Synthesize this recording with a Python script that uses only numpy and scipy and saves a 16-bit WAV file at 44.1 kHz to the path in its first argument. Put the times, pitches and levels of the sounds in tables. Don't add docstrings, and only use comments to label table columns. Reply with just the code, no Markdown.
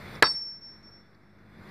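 import sys
import numpy as np
from scipy import signal
from scipy.fft import rfft, irfft
from scipy.io import wavfile
from scipy.ndimage import uniform_filter1d

SR = 44100
rng = np.random.default_rng(int(sys.argv[2]) if len(sys.argv) > 2 else 0)


def convert_level_to_amplitude(level_db):
    exponent = np.asarray(level_db, float) / 20
    return 10 ** exponent


def generate_wav(sig):
    pcm = np.round(np.clip(np.atleast_2d(sig).T, -1, 1) * 32767).astype(np.int16)
    wavfile.write(sys.argv[1], SR, pcm)


N = 74970

# (time [s], level [dB], length [s])
CONTACTS = [
    (.2238, 3, .002),
    (.2256, 4, .0012),
    (.2284, -3, .0015),
    (.2312, -1, .0015),
    (.2348, -10, .002),
    (.2400, -15, .003),
    (.2445, -18, .003),
]
BLOW_S = CONTACTS[0][0]


def evened(x):
    return x / np.sqrt(np.mean(x ** 2) + 1e-20)


def read(points, hz):
    f, value = np.transpose(points)
    return np.interp(np.log(hz + 1), np.log(f + 1), value)


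def resonate(x, hz, width):
    turn = np.exp(2j * np.pi * hz * np.arange(len(x)) / SR)
    r = np.exp(-np.pi * width / SR)
    return 2 * (turn * signal.lfilter([1 - r], [1, -r], x / turn)).real


def body(x, table):
    return sum((-1) ** k * convert_level_to_amplitude(db) * resonate(x, hz, width) for k, (hz, width, db) in enumerate(table))


def coloured(x, points):
    hz = np.fft.rfftfreq(len(x), 1 / SR)
    return irfft(rfft(x) * convert_level_to_amplitude(read(points, hz)), len(x))


def lowpass(x, hz):
    return signal.sosfilt(signal.butter(N=8, Wn=hz, fs=SR, output="sos"), x)


def noise(points, patchy_db):
    frames = N // 128 + 5
    a, b, patches = rng.standard_normal((frames, 257, 3)).T
    patches = uniform_filter1d(patches, size=5, axis=0)
    patches = evened(uniform_filter1d(patches, size=16, axis=1))
    x = signal.istft((a + 1j * b) * convert_level_to_amplitude(patchy_db * patches), nperseg=512, noverlap=384)[1][:N]
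    return evened(coloured(x, points))


def contact_force():
    t = np.arange(N) / SR
    force = np.zeros(N)
    for start, db, length in CONTACTS:
        force += convert_level_to_amplitude(db) * (t >= start) * np.exp(-(np.maximum(t - start, 0) / length) ** 2)
    return uniform_filter1d(force, size=16)


def crack(force, grit):
    # (pitch [Hz], level [dB per Hz])
    crack_colour = [(35, -52), (60, -22.5), (475, -5.5), (1020, -2.5), (1590, 0.5), (3050, -26),
                    (4220, -22.5), (13200, -48), (15500, -44.5)]
    t = np.arange(N) / SR
    bright_s = .007
    bright = np.exp(-(np.maximum(t - BLOW_S, 0) / bright_s) ** 2)
    burst = convert_level_to_amplitude(-10) * bright * force * evened(coloured(grit, crack_colour))
    snap_s, length_s, snap_hz, width_hz = .2262, .0007, 7490, 4500
    snap = evened(resonate(resonate(grit, snap_hz, width_hz), snap_hz, width_hz))
    return burst + convert_level_to_amplitude(-23) * np.exp(-((t - snap_s) / length_s) ** 2) * snap


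def boulder(force):
    # (pitch [Hz], width [Hz], level [dB])
    stone_modes = [(216, 52, -13), (453, 90, -2.5), (1073, 110, -5), (1346, 88, -3), (1664, 160, -2.5),
                   (2046, 220, -5.5), (2557, 360, -15), (4140, 300, -13)]
    # (delay [s], level [dB])
    faces = [
        (.031, -24.5),
        (.044, -25.5),
    ]
    thud = convert_level_to_amplitude(11) * lowpass(body(force * rng.standard_normal(N), stone_modes), 4600)
    return thud + sum(convert_level_to_amplitude(db) * np.roll(thud, round(delay * SR)) for delay, db in faces)


def rubble():
    # (pitch [Hz], time to fall 60 dB [s])
    fall_times = [(100, 0.14), (400, 0.14), (1000, 0.18), (2000, 0.04), (4500, 0.12), (6000, .05)]
    # (pitch [Hz], level [dB per Hz])
    wash_colour = [(60, -14), (450, -1.5), (680, -10), (1400, 3.5), (2200, -5.5), (3000, -22), (4300, -17),
                   (5600, -42.5)]
    t = np.arange(N) / SR
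    grit = evened(coloured(rng.standard_normal(N), wash_colour + [(7000, -70.5)]))
    hz, at, z = signal.stft(grit, SR, nperseg=256)
    z = z * convert_level_to_amplitude(-60 * np.maximum(at - BLOW_S, 0) / read(fall_times, hz)[:, None])
    wash = signal.istft(z, SR, nperseg=256)[1][:N]
    rise_s = 0.0039
    return convert_level_to_amplitude(-17) * np.clip((t - BLOW_S) / rise_s, 0, 1) * wash


def blow():
    force = contact_force()
    return crack(force, rng.standard_normal(N)) + boulder(force) + rubble()


def ring():
    # (time [s], extra ground path [wavelengths], echo share [0-1],
    # main ring level [dB], main ring pitch [Hz])
    swing = [(0.225, -0.62, 1.0, -35.0, 5424), (0.281, 0.5, 0.34, -29.9, 5429),
             (0.339, 1.56, 0.58, -36.6, 5432), (0.4, 2.4, 0.2, -38.5, 5434),
             (0.453, 3.7, 0.38, -40.2, 5433), (0.555, 4.16, 0.1, -48.9, 5430),
             (0.603, 4.49, 0.82, -52.1, 5428), (0.69, 5.28, 0.0, -49.8, 5431),
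             (0.818, 5.45, 1.0, -61.4, 5437), (0.862, 6.0, 0.0, -57.9, 5438),
             (0.905, 6.51, 0.92, -53.5, 5436), (0.985, 7.0, 0.0, -62.4, 5432),
             (1.045, 7.54, 0.66, -71.0, 5428), (1.12, 8, 0.2, -86, 5419), (1.33, 9.3, 0.0, -83.3, 5412),
             (1.42, 9.33, 0.43, -95.8, 5412)]
    # (pitch [Hz], level [dB], time to fall 60 dB [s],
    # pitch gap in the pair [Hz], first time the pair cancels [s])
    head_modes = [(3759, -30, 0.15, 14.3, 0.227), (4591, -21, 0.207, 8.2, 0.35),
                  (8000, -44, 0.247, 7.3, 0.247), (8409, -49, 0.328, 7.9, 0.257),
                  (9121, -45, 0.339, 7.7, 0.265), (14160, -62, 0.227, 16.2, 0.168),
                  (4399, -48, 0.08, 12, 0.23), (4150, -48, 0.06, 15, 0.23), (6300, -56, 0.05, 20, 0.23),
                  (7000, -56, 0.05, 20, 0.23), (15500, -62, 0.06, 15, 0.236), (11000, -66, 0.07, 15, 0.236)]
    t = np.arange(N) / SR
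    times, *columns = np.transpose(swing)
    path, share, main_db, main_hz = (np.interp(t, times, column) for column in columns)
    age = np.maximum(t - times[0], 0)
    dip_db = 12 * np.exp(-((t - 1.19) / 0.022) ** 2)
    main_db = main_db - dip_db + 3 - 200 * np.maximum(t - times[-1], 0)
    turns = np.cumsum(main_hz) / SR
    direct = np.sin(2 * np.pi * turns)
    ground = share * np.sin(2 * np.pi * (turns - path))
    out = convert_level_to_amplitude(main_db) * (direct + ground)

    pair_share = .8 * np.exp(-age / .2)
    for hz, db, t60, split_hz, null_s in head_modes:
        turns = hz * t + rng.random()
        second = np.sin(2 * np.pi * (turns + split_hz * (t - null_s)))
        pair = np.sin(2 * np.pi * turns) - pair_share * second
        if hz > 5433:
            pair = pair * (1 + .5 * np.cos(2 * np.pi * split_hz * 2.6 * (t - null_s - .025)))
        out += convert_level_to_amplitude(db - 60 * age / t60) * pair
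    swell_s = .012
    return np.sqrt(2) * out * (1 - np.exp(-age / swell_s))


def chips():
    # (time [s], level [dB], pitch [Hz])
    landings = [
        (0.156, -54.5, 5000),
        (.34, -51, 4440),
        (.615, -80, 6200),
        (0.741, -68, 5140),
        (.822, -89, 4500),
        (0.834, -78, 6200),
        (1.15, -72, 4670),
        (1.39, -80, 5600),
    ]
    t, out = np.arange(N) / SR, np.zeros(N)
    length_s, width_hz = .007, 1600
    clicks = rng.standard_normal(N) * (rng.random(N) < .1)
    for start, db, hz in landings:
        rattle = clicks
        for _ in range(3):
            rattle = resonate(rattle, hz, width_hz)
        out += convert_level_to_amplitude(db) * evened(rattle) * np.exp(-((t - start) / length_s) ** 2)
    return out


def engine():
    # (pitch [Hz], width [Hz], level [dB])
    pipe = [(50, 5, -5), (102.16, 13, -1.5), (162, 33, -2), (218, 28, 5), (264.6, 19, -1), (360, 120, 3.5)]
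    # (time [s], level [dB])
    effort = [(0, -0.5), (.3, -5.5), (.55, -6.5), (.75, 2.5), (1.0, 1), (1.2, 0), (1.45, 3.5), (1.6, 5),
              (1.7, -2)]
    t = np.arange(N) / SR
    firing_hz, jitter, puff_s = 49.73, .06, .0012
    wobble = evened(uniform_filter1d(rng.standard_normal(N), size=1500))
    turns = np.cumsum(firing_hz * (1 + jitter * wobble)) / SR
    strength = convert_level_to_amplitude(1.2 * rng.standard_normal(200))[turns.astype(int)]
    firings = np.diff(np.floor(turns), prepend=0) * strength
    puff = np.exp(-((t[:400] - t[200]) / puff_s) ** 2)
    puffs = signal.oaconvolve(firings, puff, "same")
    return convert_level_to_amplitude(-47 + np.interp(t, *np.transpose(effort))) * evened(body(puffs, pipe))


def whines():
    # (pitch [Hz], width [Hz], level [dB], fade after the blow [dB per s])
    tones = [
        (3465, 20, -66, -1),
        (13600, 12, -76.5, 30.5),
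    ]
    after = np.maximum(np.arange(N) / SR - BLOW_S, 0)
    out = np.zeros(N)
    for hz, width, db, fade_db in tones:
        tone = resonate(resonate(rng.standard_normal(N), hz, width), hz, width)
        out += convert_level_to_amplitude(db - fade_db * after) * evened(tone)
    return out


def quarry_air():
    # (pitch [Hz], level [dB per Hz])
    hum_colour = [(30, -4.5), (130, 6.5), (400, -2), (900, -6.5), (2150, -4.5), (3050, -24), (3500, -15),
                  (4900, -19.5)]
    return convert_level_to_amplitude(-44) * lowpass(noise(hum_colour, patchy_db=.8), 5200)


def microphone_hiss():
    # (pitch [Hz], level [dB per Hz])
    hiss_colour = [(3240, -34), (5500, -8.5), (8410, -3.5), (12500, -5.5), (13900, -2), (15500, -15)]
    return convert_level_to_amplitude(-69) * noise(hiss_colour, patchy_db=2.3)


def side_hiss():
    # (pitch [Hz], level [dB per Hz])
    side_colour = [(40, -16), (126, -2), (900, -4.5), (2000, -4.5), (4000, -11.5), (6000, -20), (9500, -14),
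                   (15400, -14.5)]
    return convert_level_to_amplitude(-62.5) * noise(side_colour, patchy_db=-2.5)


def suppressed(x):
    # (time [s], gain [dB])
    gain_curve = [(0, 0.5), (.16, 3), (.2, -1.5), (.216, -12), (.3, -4.5), (.41, -14.5), (.58, -17.5),
                  (.68, -15), (.88, -15), (1.08, -18), (1.31, -19), (1.48, -15.5), (1.6, -9.5), (1.7, -3.5)]
    # (pitch [Hz], share of the gain)
    depth = [(60, .9), (300, 0.85), (1500, 0.86), (3400, 1.176), (4800, 0.95), (6300, 0.97), (8500, 1.1),
             (14000, 1)]
    hz, t, z = signal.stft(x, SR, nperseg=256)
    gain_db = np.interp(t, *np.transpose(gain_curve)) * read(depth, hz)[:, None]
    z = z * (hz < 15480)[:, None] * convert_level_to_amplitude(gain_db)
    return signal.istft(z, SR, nperseg=256)[1][..., :N]


def scene():
    background = engine() + whines() + quarry_air() + microphone_hiss()
    mid, side = suppressed(np.array([background, side_hiss()]))
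    mid = mid + blow() + ring() + chips()
    return np.array([mid + side, mid - side])


def low_pass(x):
    return signal.sosfilt(signal.butter(12, 16450, fs=SR, output="sos"), x)


def record(dry):
    clip, lean, offset = .49, .008, -.0007
    x = lowpass(np.clip(dry, -clip, clip), 15000)
    mix = x * np.array([[1 + lean], [1 - lean]]) + offset
    return low_pass(mix)


dry = scene()
out = record(dry)
generate_wav(out)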